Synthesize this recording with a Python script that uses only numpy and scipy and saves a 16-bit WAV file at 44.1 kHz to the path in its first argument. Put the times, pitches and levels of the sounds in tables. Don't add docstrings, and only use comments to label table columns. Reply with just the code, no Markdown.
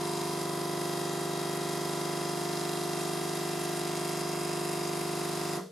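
import sys
import numpy as np
from scipy import signal
from scipy.io import wavfile

SR = 44100
rng = np.random.default_rng(int(sys.argv[2]) if len(sys.argv) > 2 else 0)


def wav_out(sig):
    wavfile.write(sys.argv[1], SR, np.round(np.clip(np.atleast_2d(sig).T, -1, 1) * 32767).astype(np.int16))


N = 251811
LEFT_RIGHT = np.array([[1], [-1]])

# [t/s, strokes per s]
PUMP_RATE = [(0.57, 50.02), (1.32, 50.008), (2.08, 50.012), (2.82, 50.013), (3.58, 50.005), (4.32, 50.01),
             (5.08, 50.004)]
STROKE_HZ = PUMP_RATE[0][1]
CYCLE_HZ, CYCLE_MS = STROKE_HZ / 2, 2000 / STROKE_HZ
STOP_S = 5.588
VALVES_STOP_EARLY_S = 0.02

# [multiple of the cycle rate, rms level/dB before changes, left-right/dB]
STRONG_HUM = [(3, -72, 0), (4, -66, 1), (5, -62, 0), (6, -44, 1), (7, -46, 1), (8, -51, -2), (9, -53, -2),
              (10, -56, -1), (11, -54, -2), (12, -50, -4), (13, -53, -2), (14, -38, -2), (15, -59, 2),
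              (16, -42, -1), (17, -58, 1), (18, -47, 4), (19, -58, 1), (20, -60, 5), (21, -65, 0),
              (22, -60, -5), (24, -56, -5), (25, -60, 5), (26, -50, -2), (27, -63, 0), (28, -44, 0),
              (29, -53, -2), (30, -52, -4), (32, -59, 3), (33, -69, 0), (34, -63, 0), (35, -58, -5),
              (36, -56, -3), (37, -55, 0), (38, -55, 0), (39, -55, 1), (40, -52, -1), (41, -56, -2),
              (42, -60, -2), (43, -57, -2), (44, -56, 5), (45, -61, 1), (47, -60, 1), (48, -53, -1),
              (49, -59, 0), (50, -61, -3), (51, -60, -6), (53, -64, 1), (54, -56, 1), (57, -58, 1),
              (64, -60, -5), (65, -61, 0), (77, -58, -2), (79, -61, -7), (82, -60, 2)]
# [f/Hz, rms level/dB before scatter and changes]
WEAK_HUM = [(520, -78), (850, -72), (1080, -74), (1330, -69.5), (1500, -67), (1630, -82), (1800, -65.5),
            (2000, -97), (2150, -77)]
TOP_MULTIPLE, WEAK_SCATTER_DB, WEAK_PAN_DB = 86, 2.5, 4
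# [f/Hz, lead/rad]
HUM_LEAD = [(60, 0), (200, 0), (225, -.4), (250, .4), (275, -.3), (300, .1), (325, -.5), (350, .4),
            (375, 1.8), (400, .1), (425, 0), (450, -2.1), (475, 1), (525, 1), (550, -.4), (600, .4),
            (650, -.3), (800, 0)]
# [f/Hz, spread of level/dB]
WANDER = [(150, .15), (500, .5), (750, .6), (1000, 1.0), (2200, 1.4)]
# [multiple, then change of level/dB while the pressure builds,
# in the first bright stretch, in the second, in the dull stretch between]
CHANGING = [(10, 4, 2, -1, -1), (13, -3, 3, 0, 2), (15, 2, 3, 0, -2), (17, 5, 4, -4, 1),
            (18, -4, -4, -1, 1), (19, 1, 3, 2, -13), (22, -2, 7, 0, -2), (25, -4, 1, 1, 1),
            (29, 1, -8, 0, -3), (30, -3, -2, 0, 2), (32, 2, 6, 1, 1), (33, -4, 10, -3, 1),
            (35, -4, -7, 0, -6), (37, 7, -9, -3, -7), (39, 3, 3, 2, -11), (40, 4, 4, 2, -1),
            (41, 3, 3, -1, 2), (42, -2, 2, 3, 0), (43, 1, -4, 2, -6), (47, -1, -3, 2, -1),
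            (49, -1, -3, 1, -1), (50, -3, 3, 3, 1), (51, -5, 3, 0, 1), (53, -1, 6, 1, 3),
            (57, -4, -1, -1, 0), (77, -4, 2, -2, 1), (79, -8, 3, -3, 1), (82, -2, 2, 0, 3)]
PRESSURE_BUILDS_S, JUMP_S = 0.35, 0.031
# [from t/s, to t/s]
BRIGHT = [(.3, 2.34), (3.9, 5.8)]
DULLING_S = 1

# [t/ms in the cycle, level/dB]
KNOCKS = [(8.8, -6), (14.22, 1.2), (25.08, -2.6), (34.85, -5.8), (36.73, -11)]
UPPER_KNOCKS = {12: [(20.3, 0), (21.6, -2.2), (37.4, -10.2)], 20: [(16.2, 0), (24.1, 0)], 33: [(6.2, -1),
                (18.5, 0), (29.8, -.8), (37.3, -.7)], 59: [(3, -3.5), (10.4, -1.4), (16.2, 0), (30.8, -1.2),
                (33.5, -1.3)]}
# [f/Hz, width/Hz]
PHASE_TURNS = [(170.2, 21), (294.6, 15), (310.8, 33), (449, 15), (505.7, 15)]
# [f/Hz, largest shift/rad]
SCRAMBLE = [(450, 0), (750, .1), (900, .25), (2000, .5)]

# [f/Hz, t60/s]
RING_OUT = [(60, .15), (110, 0.18), (180, 0.32), (350, 0.21), (400, 0.33), (450, 0.97), (700, 0.22),
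            (1100, 0.24), (2000, 0.3), (3000, 0.41), (8000, 0.4), (15000, 0.33)]
# [f/Hz, rms level/dB at the stop, t60/s]
FREE_MODES = [(160.7, -47, 0.46), (185.5, -41, 0.38), (451, -48, 0.5)]

# [t/s, rms level/dB]
WHINE = [(0.0, -60), (0.2, -54.5), (2.3, -54), (4.4, -54), (4.7, -57), (5.55, -62)]

# [t/s, hiss level/dB before trim, rattle gain/dB]
EFFORT = [(0.0, -39, -1.5), (0.17, -39, 0.5), (0.43, -39.5, -1), (3.09, -37.5, 0.5), (4.22, -39.5, 0.5),
          (5.55, -37.5, 0)]
HISS_TRIM_DB = -4.5
# [f/Hz, relative level/dB per Hz]
HISS = [(25, -11), (60, -12), (100, -11), (130, -5.5), (200, -4.5), (330, -.5), (450, 1), (600, 2.5),
        (900, 4.5), (1100, 1.5), (2000, -2), (3000, -1.5), (4000, .5), (5000, 1), (8000, -3), (11300, -2.5),
        (12500, -15), (14200, -8), (15600, -29)]
# [f/Hz, share]
HISS_REPEATING = [(1200, 0.017), (1800, 0.19), (2600, 0.5), (4000, 0.63), (6000, 0.32), (9000, 0.15),
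                  (14000, 0.18)]

# [f/Hz, relative level/dB per Hz]
ROOM_TONE = [(35, -30), (60, -12), (110, -8), (248, -8), (433, 3), (700, -4), (2200, -15), (4850, -8),
             (14500, -14), (15500, -32)]
ROOM_TONE_DB = -61

# [t/ms in the cycle, tick level/dB, rattle level/dB]
CONTACTS = [(8.6, -13, -46), (13.4, -20, -46), (16.6, -13, -55), (20.8, -16, -56), (28.6, -13, -48),
            (33.3, -18, -47), (36.4, -15, -53), (0.8, -20, -50)]
# [f/Hz, width/Hz, relative level/dB]
PARTS = [(2176, 250, -8), (2516, 45, -7.5), (2734, 116, -0.5), (3743, 105, -4), (4006, 135, -3.5),
         (4860, 190, -10), (5010, 130, -6.5), (5350, 82, -16), (6720, 130, -9), (7200, 170, -12),
         (8360, 110, -8), (9100, 150, -5.5), (10300, 270, -4), (11300, 360, -3.5)]
# [f/Hz, relative level/dB per Hz]
RATTLE = [(880, -63), (1500, -5.5), (1990, -2), (2350, -11), (2750, -6.5), (2970, -16), (3180, -10),
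          (3440, -8.5), (4990, -2.5), (5610, -4), (10200, -4.5), (13500, -10.5), (15500, -34)]
# [f/Hz, share]
RATTLE_REPEATING = [(1500, 1), (5000, 0.94), (7000, 0.54), (12000, 0.5)]
HABIT_S = 0.83

# [opens t/ms in the cycle, shuts t/ms, level/dB, extra level/dB in the first bright stretch]
VALVE_OPEN = [(9.22, 16, -43.5, 1), (29, 31, -43, -5), (34, 36.6, -42.5, -1)]
SPRING_HZ, SPRING_WIDTH_HZ = 5022, 450

# [f/Hz, left-right correlation]
LIKENESS = [(60, 0.4), (130, 0.3), (290, 0.4), (640, 0.09), (1410, 0.74), (3100, 0.74), (6820, 0.81),
            (15000, 0.4)]
# [f/Hz, left-right/dB]
LEAN = [(60, 0), (240, -2), (950, -1), (3770, 1), (15000, 0.5)]
MIC_ROLL_OFF_HZ, CUTOFF_HZ = 12630, 15740


def amp(db):
    return 10 ** (np.asarray(db) / 20)


def pan(db):
    return amp(db / 2 * LEFT_RIGHT)


def rms_one(x):
    return x / np.sqrt(np.mean(x ** 2) + 1e-20)


def in_time(rows):
    s, *columns = np.transpose(rows)
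    return [np.interp(np.arange(N) / SR, s, column) for column in columns]


def at_hz(points, hz):
    f, values = np.transpose(points)
    return np.interp(np.log(hz), np.log(np.maximum(f, 1)), values)


def drift(rate):
    step = 64
    pole = np.exp(-2 * np.pi * rate * step / SR)
    noise = rng.standard_normal(N // step + 3002)
    slow = signal.lfilter([1], [1, -2 * pole, pole * pole], noise)[3000:]
    return np.interp(np.arange(N) / step, np.arange(len(slow)), rms_one(slow - slow.mean()))


def after_stop(early_s=0):
    return np.maximum(np.arange(N) / SR - STOP_S + early_s, 0)


def dying(hz, early_s=0):
    return amp(-60 * after_stop(early_s) / at_hz(RING_OUT, hz))


def ring(x, hz, width):
    r = np.exp(-np.pi * width / SR)
    feedback = [1, -2 * r * np.cos(2 * np.pi * hz / SR), r * r]
    return signal.lfilter([(1 - r * r) / 2, 0, (r * r - 1) / 2], feedback, x)


def changes():
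    t = np.arange(N) / SR
    lacking = (1 - np.tanh((t - PRESSURE_BUILDS_S) / JUMP_S)) / 2
    first, second = [(np.tanh((t - on) / JUMP_S) - np.tanh((t - off) / JUMP_S)) / 2 for on, off in BRIGHT]
    dull = np.clip((t - BRIGHT[0][1]) / DULLING_S, 0, 1) * (1 - second)
    return np.array([lacking, first, second, dull])


def habit(cycle):
    size = round(SR / CYCLE_HZ)
    keep = np.exp(-1 / (CYCLE_HZ * HABIT_S))
    fresh = rng.standard_normal((2, 2, int(cycle[-1]) + 61, size))
    rounds = signal.lfilter([1], [1, -keep], fresh, axis=2)[:, :, 60:]
    return rms_one(rounds[:, :, cycle.astype(int), (cycle % 1 * size).astype(int)])


def banded_noise(spectrum, patchy_db, dies, recurring=None, shares=None):
    out, together = 0, drift(2.7)
    lowest = spectrum[0][0]
    edges = lowest * 2 ** np.arange(0, np.log2(17000 / lowest), 1 / 3)
    white = rng.standard_normal((2, 2, N))
    for k, (low, high) in enumerate(zip(edges, edges[1:])):
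        hz = np.sqrt(low * high)
        source = white[k % 2]
        if recurring is not None:
            share = at_hz(shares, hz)
            source = np.sqrt(share) * recurring[k % 2] + np.sqrt(1 - share) * source
        band = signal.butter(2, [low, high], "band", fs=SR, output="sos")
        mid, side = signal.sosfilt(band, source)
        alike = at_hz(LIKENESS, hz)
        pair = np.sqrt(1 + alike) * mid + np.sqrt(1 - alike) * side * LEFT_RIGHT
        flicker_db = patchy_db * (0.42 * together + drift(6.3))
        gain = amp(at_hz(spectrum, hz) + flicker_db)
        if dies:
            gain = gain * dying(hz, VALVES_STOP_EARLY_S)
        out = out + gain * pair * pan(at_hz(LEAN, hz))
    return out / np.sqrt(np.mean(out[:, :N // 2] ** 2))


def partials():
    strong = {row[0]: row for row in STRONG_HUM}
    rows = []
    for k in range(STRONG_HUM[0][0], TOP_MULTIPLE + 1):
        level_luck, pan_luck = rng.standard_normal(2)
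        weak_db = at_hz(WEAK_HUM, k * CYCLE_HZ) + WEAK_SCATTER_DB * level_luck
        rows.append(strong.get(k, (k, weak_db, WEAK_PAN_DB * pan_luck)))
    return rows


def timing(k, hz, scatter):
    upper = [low for low in UPPER_KNOCKS if low <= k]
    blows = UPPER_KNOCKS[max(upper)] if upper else KNOCKS
    knocked = np.angle(sum(amp(db) * np.exp(-2j * np.pi * hz * ms / 1000) for ms, db in blows))
    if upper:
        return knocked + at_hz(SCRAMBLE, hz) * scatter
    return knocked + sum(np.arctan((top * top - hz * hz) / (hz * width)) for top, width in PHASE_TURNS)


def hum(cycle):
    out, controls = np.zeros((2, N)), changes()
    for k, db, pan_db in partials():
        hz = k * CYCLE_HZ
        scatter, spread, detune = rng.uniform(-1, 1, 3)
        wander_db = at_hz(WANDER, hz)
        change_db = sum(np.dot(row[1:], controls) for row in CHANGING if row[0] == k)
        lead = at_hz(HUM_LEAD, hz) + .8 * spread * np.clip((hz - 500) / 400, 0, 1)
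        off_pitch = 2 * np.pi * 11.7 * (detune + 0.74) * after_stop()
        phase = 2 * np.pi * k * cycle + timing(k, hz, scatter) + off_pitch + 0.2 * wander_db * drift(0.94)
        level = np.sqrt(2) * amp(db + change_db + wander_db * drift(1.0)) * dying(hz)
        stereo = pan(pan_db) * np.exp(.5j * lead * LEFT_RIGHT)
        out += (level * np.exp(1j * phase) * stereo).real
    return out


def whine(cycle):
    tone = np.cos(2 * np.pi * 130 * cycle + 1.3 * np.sin(2 * np.pi * cycle) + .35 * drift(2.0))
    level = amp(in_time(WHINE)[0] + 0.4 * drift(2.2))
    return np.sqrt(2) * level * dying(3250, VALVES_STOP_EARLY_S) * tone


def water_hiss(cycle, level_db):
    noise = banded_noise(HISS, patchy_db=0.5, dies=True, recurring=habit(cycle), shares=HISS_REPEATING)
    return amp(level_db + HISS_TRIM_DB) * noise


def room_tone():
    return amp(ROOM_TONE_DB) * banded_noise(ROOM_TONE, patchy_db=2.0, dies=False)


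def contacts(cycle):
    ticks, shakes = np.zeros(N), np.zeros(N)
    rounds = np.arange(-1, int(cycle[-1]))
    for ms, tick_db, rattle_db in CONTACTS:
        late, tick_luck, rattle_luck = rng.standard_normal((3, len(rounds)))
        at = np.interp(rounds + ms / CYCLE_MS, cycle, np.arange(N), left=-N)
        at = (at + .00002 * SR * late).astype(int)
        on = (at >= 0) & (at < (STOP_S - VALVES_STOP_EARLY_S) * SR)
        ticks[at[on]] += amp(tick_db + 0.35 * tick_luck[on])
        shakes[at[on]] += amp(rattle_db + 1.65 * rattle_luck[on])
    ticks = signal.lfilter([.5], [1, -.5], ticks + 1e-18)
    return ticks, shakes + 1e-18


def valves(cycle, gain_db):
    ticks, shakes = contacts(cycle)
    fade = np.exp(-1 / (0.0058 * SR))
    noise = banded_noise(RATTLE, patchy_db=1.18, dies=False, recurring=habit(cycle), shares=RATTLE_REPEATING)
    rattle = signal.lfilter([1], [1, -fade], shakes) * noise
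    out = rattle.copy()
    for hz, width, db in PARTS:
        side = pan(2.2 * rng.uniform(-0.73, 1))
        struck = ticks * amp(1.0 * drift(3.0)) * SR / (30 * width)
        drive = amp(-19.5) * struck * side + amp(10.0) * rattle
        out += amp(db + 0.3 * drift(0.35)) * ring(drive, hz, width)
    return amp(gain_db) * out


def spring(cycle):
    ms, out = cycle % 1 * CYCLE_MS, 0
    first_bright = changes()[1]
    for opens, shuts, db, bright_db in VALVE_OPEN:
        phase = 2 * np.pi * SPRING_HZ * (ms - opens) / 1000 + 0.89 * drift(6.9)
        level = amp(db + bright_db * first_bright + 1.5 * drift(40.0))
        out = out + level * (ms > opens) * (ms < shuts) * np.sin(phase)
    running = after_stop(VALVES_STOP_EARLY_S) == 0
    return ring(out * running, SPRING_HZ, SPRING_WIDTH_HZ)


def free_modes():
    s, out = after_stop(), 0
    onset = 1 - np.exp(-s / 0.01)
    for hz, db, t60 in FREE_MODES:
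        level = amp(db - 60 * s / t60 + 2.0 * drift(30.0))
        out = out + np.sqrt(2) * onset * level * np.sin(2 * np.pi * hz * s)
    return out


def scene():
    cycle = np.cumsum(in_time(PUMP_RATE)[0]) / (2 * SR)
    hiss_db, rattle_db = in_time(EFFORT)
    steady = hum(cycle) + whine(cycle) + water_hiss(cycle, hiss_db) + room_tone()
    return steady + valves(cycle, rattle_db) + spring(cycle) + free_modes()


def record(dry):
    soft = signal.sosfilt(signal.butter(3, MIC_ROLL_OFF_HZ, fs=SR, output="sos"), dry)
    return signal.sosfilt(signal.ellip(12, .5, 60, CUTOFF_HZ, fs=SR, output="sos"), soft)


dry = scene()
out = record(dry)
wav_out(out)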